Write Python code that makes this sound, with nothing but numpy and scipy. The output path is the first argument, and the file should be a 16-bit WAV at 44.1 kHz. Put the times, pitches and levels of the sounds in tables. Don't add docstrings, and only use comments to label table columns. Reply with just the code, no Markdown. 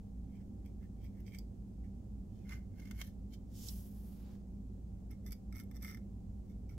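import sys
import numpy as np
from scipy import signal
from scipy.fft import rfft, irfft, next_fast_len
from scipy.io import wavfile
from scipy.ndimage import uniform_filter1d

SR = 44100
rng = np.random.default_rng(int(sys.argv[2]) if len(sys.argv) > 2 else 0)


def to_wav(sig):
    pcm = np.clip(np.atleast_2d(sig), -1, 1) * 32767
    pcm = np.round(pcm).astype(np.int16)
    wavfile.write(sys.argv[1], SR, pcm.T)


N = 298981
TIME = np.arange(N) / SR

# t/s of full pressure, rise/s, hold/s, fall/s, blade level/dB, shell over blade/dB,
# edge over blade/dB, share of chatter (0-1), pitch ratio of the shell
STROKES = [ (0.348, 0.073, 0.022, 0.048, -84, 7, -4, .2, 1.05),
           (0.408, 0.016, .008, 0.025, -82, 6, -9, 0.4, 0.9),
           (0.654, 0.018, .012, .05, -79.5, 4, -1, 0.6, 1.05),
           (0.827, 0.029, 0.013, 0.037, -82.5, 10, -3, 0.4, 0.88),
           (1.045, 0.071, 0.02, 0.026, -73.5, 2.5, -5, 0.15, 1.07),
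           (1.174, 0.067, 0.039, 0.033, -86, 9.5, 2, .2, 0.94),
           (1.261, 0.0099, 0.016, 0.051, -73.5, -3, -5, 0.3, 1.06),
           (1.345, 0.069, .008, 0.048, -68, 5, -1.5, 0.6, 1.025),
           (1.842, .007, 0.0065, .04, -79, 7, -12, .1, 0.96),
           (2.354, .08, 0.031, 0.066, -78.5, -6, -9, 0.3, 1.2),
           (2.511, 0.061, 0.025, 0.066, -63.5, 8.5, -5.5, 0.33, 1),
           (2.8, 0.066, .085, 0.085, -70.5, 4, -5, 0.03, 1.02),
           (2.995, 0.042, 0.015, 0.023, -57.5, 2.5, -1, 0.1, 1.044),
           (3.041, .02, 0.032, 0.047, -67.5, -10, -1.5, .02, 0.86),
           (3.336, 0.032, 0.009, 0.016, -63, -10, -7, 0.15, 1.1),
           (5.106, 0.0086, 0.0062, 0.05, -70.5, 2.5, -5, 0.8, 1.02),
           (5.268, .025, 0.015, 0.021, -68, 1.5, 4, 0.45, 0.97),
           (5.319, 0.016, .005, 0.034, -70, 4, -2, 0.8, 1.07),
           (5.552, 0.025, 0.055, 0.033, -65.5, 4.5, 0.5, 0.8, 1.024),
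           (5.761, 0.033, 0.0083, 0.015, -65.5, -0.5, -1, 0.8, 0.98),
           (5.826, .022, 0.084, 0.061, -60.5, 3, -0.5, 0.77, 1.005),
           (6.495, .03, .015, 0.054, -80, -2, -2, 0.3, 1.03),
           (6.697, .012, 0.018, 0.054, -75, 3, -1.5, 0.7, 1.06), ]


def scraping():
    # f/Hz, width/Hz, level/dB at the first, second and third cutting spot
    shell_modes = [(865, 240, -42, -10.5, -31), (1293, 92, -39, -12, 2.5), (1570, 133, -40, -1, -19),
                   (1932, 164, -14, -9, 1), (2096, 100, -10, 5.5, 10), (2215, 295, 5.5, -6.5, -5),
                   (2717, 360, -10, -17, -29), (2908, 316, -2.5, -7, -6.5)]
    blade_modes = [(3190, 240, -1, 0, -7), (3570, 205, -3, -4, 2.5), (4000, 1000, -17, -1, -20),
                   (4940, 210, 3.5, 3.5, -13), (5160, 270, -3, -6.5, 7.5), (5790, 320, 2, -4, 9),
                   (6100, 310, -4, 4, -7), (6700, 450, -27, -3, -5.5), (8100, 400, -3, -6, 1)]
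    edge_modes = [(10470, 1000, -11.5, -12, -13), (11280, 810, -2, -0.5, -3), (12100, 600, -1, -10, 8.5),
                  (12900, 1900, -14, 4, -15), (14120, 500, 8, -5, 0.5)]
    force = drag(grains_per_s=6000, spread_db=2.5, judder_db=3.0, judder_hz=152)
    shell, blade, edge = force + slips(crumble=1.8, crumble_s=0.0008)
    pitches = np.array(STROKES)[:, -1]
    steady = np.ones(len(STROKES))
    plastic = ring_strokes(shell, shell_modes, pitches)
    return plastic + ring_strokes(blade, blade_modes, steady) + ring_strokes(edge, edge_modes, steady)


def drag(grains_per_s, spread_db, judder_db, judder_hz):
    sizes = from_db(spread_db * np.minimum(rng.exponential(1, N), 4)) * rng.choice([-1, 1], N)
    judder = from_db(judder_db * noise(lambda hz: 1 / (1 + (hz / judder_hz) ** 4)))
    grains = unit_power(sizes * (rng.random(N) < grains_per_s / SR) * judder)
    skips = chatter(slips_per_s=118, jitter=.17, spread_db=1.8, crumble=1.8, crumble_s=0.0007)
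    force = np.zeros((3, N))
    for s, rise_s, hold_s, fall_s, db, shell_rel, edge_rel, share, _ in STROKES:
        at, shape = pressure(s, rise_s, hold_s, fall_s, fade_db=20)
        friction = np.sqrt(1 - share) * grains[at] + np.sqrt(share) * skips[:, at]
        force[:, at] += from_db([[db + shell_rel], [db], [db + edge_rel]]) * shape * friction
    return force


def pressure(s, rise_s, hold_s, fall_s, fade_db):
    early = np.maximum(s - TIME, 0) / rise_s
    late = np.maximum(TIME - s - hold_s, 0) / fall_s
    fade = early + late
    active = np.flatnonzero(fade < 2)
    return active, from_db(-fade_db * fade[active])


def chatter(slips_per_s, jitter, spread_db, crumble, crumble_s):
    draws = rng.standard_normal((1200, 5))
    at = (np.cumsum(np.exp(jitter * draws[:, 0])) / slips_per_s * SR).astype(int)
    force = np.zeros((3, N + SR))
    kicks = [snap(crumble, crumble_s) for _ in at]
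    for start, kick, (_, shared, *own) in zip(at[at < N], kicks, draws):
        strengths = from_db(spread_db * (shared + np.array(own)))
        force[:, start:start + len(kick)] += strengths[:, None] * kick
    return unit_power(force[:, :N])


def slips(crumble, crumble_s):
    # t/s, blade level/dB, shell over blade/dB, edge over blade/dB
    catches = [(0.6596, -48, 3, 2), (1.0428, -53, 0, 8), (1.2024, -53.5, 8, 9), (1.2642, -42.5, -2, -16),
               (1.2788, -53.5, 15.5, -6), (1.348, -33.5, -4, -15), (1.3857, -35, -11, 4),
               (2.4926, -33, 0, -7), (2.5195, -39.5, 11, -12), (2.7944, -48, 11, -2),
               (2.9103, -30, 5, -6.5), (3.014, -18.5, -2.5, -12.5), (5.1114, -45.5, 3, 9.5),
               (5.2634, -34, -8, -3), (5.3075, -38, -8, 0), (5.3202, -28, -22, 0.5),
               (5.3268, -33, -1.5, 2.5), (5.5248, -38.5, 5, -4), (5.5985, -31.5, -0.5, 0.5),
               (5.635, -51.5, 3, 12), (5.7122, -42.5, 7, 1), (5.8249, -31.5, -15, 1.5),
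               (5.8465, -33.5, 8, 1), (5.9454, -37, 5.5, -1), (5.9712, -43, 6.5, -2),
               (6.6922, -46.5, 2, -4)]
    force = np.zeros((3, N + SR))
    for s, db, shell_rel, edge_rel in catches:
        kick, at = snap(crumble, crumble_s), round(s * SR)
        force[:, at:at + len(kick)] += from_db([[db + shell_rel], [db], [db + edge_rel]]) * kick
    return force[:, :N]


def snap(crumble, crumble_s):
    t = TIME[:SR // 30]
    tail = rng.standard_normal(len(t)) * t * np.exp(-t / crumble_s)
    force = crumble * tail / np.linalg.norm(tail)
    force[0] += 1
    return force / np.linalg.norm(force)


def ring_strokes(force, modes, pitches):
    s, _, hold_s, *_ = np.transpose(STROKES)
    spots = np.searchsorted([2.1, 4.0], s)
    midpoints_s = (s[:-1] + hold_s[:-1] + s[1:]) / 2
    borders = [0, *(midpoints_s * SR).astype(int), N]
    out = np.zeros(N + SR)
    for spot, pitch, start, end in zip(spots, pitches, borders, borders[1:]):
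        ring = resonate(force[start:end], [(hz * pitch, width, dbs[spot]) for hz, width, *dbs in modes])
        out[start:start + len(ring)] += ring
    return out[:N]


def resonate(force, modes):
    t = TIME[:SR // 16]
    ring = 0
    for hz, width, db in modes:
        damping = np.pi * width / np.sqrt(np.sqrt(2) - 1)
        envelope = damping ** 2 * t * np.exp(-damping * t)
        ring = ring + from_db(db) * envelope * np.cos(2 * np.pi * hz * t)
    return signal.oaconvolve(force, ring / np.linalg.norm(ring))[:N]


def holder_click():
    # t/s, level/dB
    knock = [(3.6855, -18)]
    # f/Hz, width/Hz, level/dB
    holder_modes = [(3460, 75, -2), (3850, 160, -16), (4020, 170, 6), (5070, 110, 2), (5460, 270, 7),
                    (6940, 460, -10), (7700, 370, 2.5), (11500, 1400, -19), (14100, 880, -7)]
    return struck(knock, holder_modes, crumble=0.59)


def blade_twangs():
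    # t/s, level/dB
    twangs = [(1.3857, -28.5), (5.3085, -40), (5.3273, -32)]
    # f/Hz, width/Hz, level/dB
    free_modes = [(3460, 36, -1.5), (4855, 180, 8.5), (7920, 140, -5)]
    return struck(twangs, free_modes, crumble=0.24)


def struck(blows, modes, crumble):
    force = np.zeros(N)
    for s, db in blows:
        kick, at = snap(crumble, crumble_s=0.00065), round(s * SR)
        force[at:at + len(kick)] += from_db(db) * kick
    return resonate(force, modes)


def sliding_hand(level_db, flutter_db, left_db, shared):
    # t/s, palm level/dB, finger level/dB, sizzle level/dB
    slide = [(3.47, -90, -95, -95), (3.562, -80, -64, -66), (3.694, -83, -56, -55.5),
             (3.708, -79, -64, -57), (3.922, -82, -78, -70), (4.118, -78, -80, -71),
             (4.282, -73, -81.5, -81), (4.352, -74.5, -80, -81), (4.388, -85, -95, -101),
             (4.42, -85, -99, -105)]
    # f/Hz, level/dB
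    palm = [(500, -10), (800, 8), (1300, -0.5), (2400, -4), (3300, -4.5), (5000, -4.5), (8000, -36)]
    fingers = [(1800, -19), (2500, -11.5), (3100, -0.5), (4000, -4.5), (5200, 3), (7000, 2), (8600, -5),
               (10500, -20), (13000, -34)]
    sizzle = [(7000, -17.5), (9300, -3.5), (11000, -3), (13000, 0), (15700, -1.5), (17000, -18)]
    s, *levels = np.transpose(slide)
    gains = [from_db(np.interp(TIME, s, db, left=-200, right=-200)) for db in levels]
    grip = from_db(level_db + flutter_db * noise(lambda hz: 1 / (1 + (hz / 45) ** 2)))

    def hiss():
        return sum(gain * coloured(colour) for gain, colour in zip(gains, (palm, fingers, sizzle)))
    right = hiss()
    left = from_db(left_db) * (np.sqrt(shared) * right + np.sqrt(1 - shared) * hiss())
    return grip * np.array([left, right])


def reflections(x, decay_s, build_s):
    t = TIME[:SR // 2]
    envelope = from_db(-60 * t / decay_s) * (1 - np.exp(-(t / build_s) ** 2))
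    echoes = rng.standard_normal((2, len(t))) * envelope
    echoes /= np.linalg.norm(echoes, axis=1, keepdims=True)
    return signal.oaconvolve(x[None], echoes, axes=1)[:, :N]


def ventilation(level_db):
    # f/Hz, level/dB
    colour = [(15, -9.5), (28, -6), (38, -1), (50, -2.5), (72, -3), (100, 1), (140, -10), (240, -5.5),
              (330, -17.5), (500, -24.5), (750, -30.5), (1000, -40), (1600, -49.5), (3800, -52),
              (7000, -49), (10000, -53), (15000, -53.5), (16000, -53)]
    # f/Hz, correlation (1 = the same)
    likeness = [(30, .995), (100, 0.91), (250, 0.75), (450, 0.64), (650, 0.09), (1100, 0.37), (2000, 0.11),
                (4000, 0.054), (8000, 0.14)]
    # f/Hz, left minus right level/dB
    balance = [(50, 1.5), (100, -2.5), (190, -5.5), (270, -1), (450, -7), (700, 3.5), (1200, -1),
               (7000, -1.5), (10000, 3)]

    def common(hz):
        return from_db(at_hz(colour, hz)) * np.sqrt(1 + at_hz(likeness, hz))

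    def opposed(hz):
        return from_db(at_hz(colour, hz)) * np.sqrt(1 - at_hz(likeness, hz))
    side_gain = np.linalg.norm(opposed(frequencies(N))) / np.linalg.norm(common(frequencies(N)))
    air = from_db(level_db) * (noise(common) + side_gain * noise(opposed) * np.array([[1], [-1]]))
    size = next_fast_len(N, True)
    lean_db = at_hz(balance, frequencies(size))
    return irfft(rfft(air, size) * from_db([lean_db / 2, -lean_db / 2]), size)[:, :N]


def fan_hum(steady_s):
    # f/Hz, width/Hz, level/dB
    tones = [(56.96, 6.6, -49.5), (89.9, 7.7, -60.5), (104.1, 5.3, -62), (116, 8.2, -73.5), (178, 2.9, -62),
             (198.13, 13, -55), (364.5, 17, -77), (535.4, 3.6, -86.5), (784.7, 13, -84)]
    hum = np.zeros(N)
    for hz, width, db in tones:
        tone = noise(lambda f: 1 / (1 + (2 * (f - hz) / width) ** 2))
        power = uniform_filter1d(tone ** 2, int(steady_s * SR))
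        hum += from_db(db) * tone / np.sqrt(power + 1e-6)
    return hum * from_db([[-.6], [.6]])


def from_db(db):
    return 10 ** (np.asarray(db) / 20)


def unit_power(x):
    return x / np.sqrt(np.mean(x ** 2) + 1e-30)


def frequencies(size):
    return np.maximum(np.arange(size // 2 + 1) * SR / size, 1)


def at_hz(points, hz):
    f, value = np.transpose(points)
    return np.interp(np.log(hz), np.log(f), value)


def noise(gain_at):
    size = next_fast_len(N, True)
    spectrum = rfft(rng.standard_normal(size)) * gain_at(frequencies(size))
    return unit_power(irfft(spectrum, size)[:N])


def coloured(points):
    return noise(lambda hz: from_db(at_hz(points, hz)))


def delayed(x, seconds):
    return np.pad(x, (round(seconds * SR), 0))[:N]


def crossover(low, high, split_hz):
    size = next_fast_len(N + SR // 10, True)
    below = 1 / (1 + (frequencies(size) / split_hz) ** 30)
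    return irfft(np.sqrt(below) * rfft(low, size) + np.sqrt(1 - below) * rfft(high, size), size)[:N]


def scene():
    knife = scraping() + holder_click() + blade_twangs()
    left = from_db(-8) * crossover(knife, delayed(knife, seconds=.00091), split_hz=1950)
    table = from_db(-7) * reflections(knife, decay_s=.025, build_s=0.0031)
    room = from_db(-15) * reflections(knife, decay_s=0.2, build_s=0.0064)
    hand = sliding_hand(level_db=1.0, flutter_db=1.0, left_db=-3, shared=0.15)
    background = ventilation(level_db=-51.5) + fan_hum(steady_s=0.31)
    return np.array([left, knife]) + table + room + hand + background


def record(dry):
    left, right = dry
    left = crossover(left, -delayed(right, seconds=.000657), split_hz=9000)
    cutoff_hz = 15750
    return signal.sosfilt(signal.ellip(12, .1, 70, cutoff_hz, fs=SR, output="sos"), [left, right])


dry = scene()
out = record(dry)
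to_wav(out)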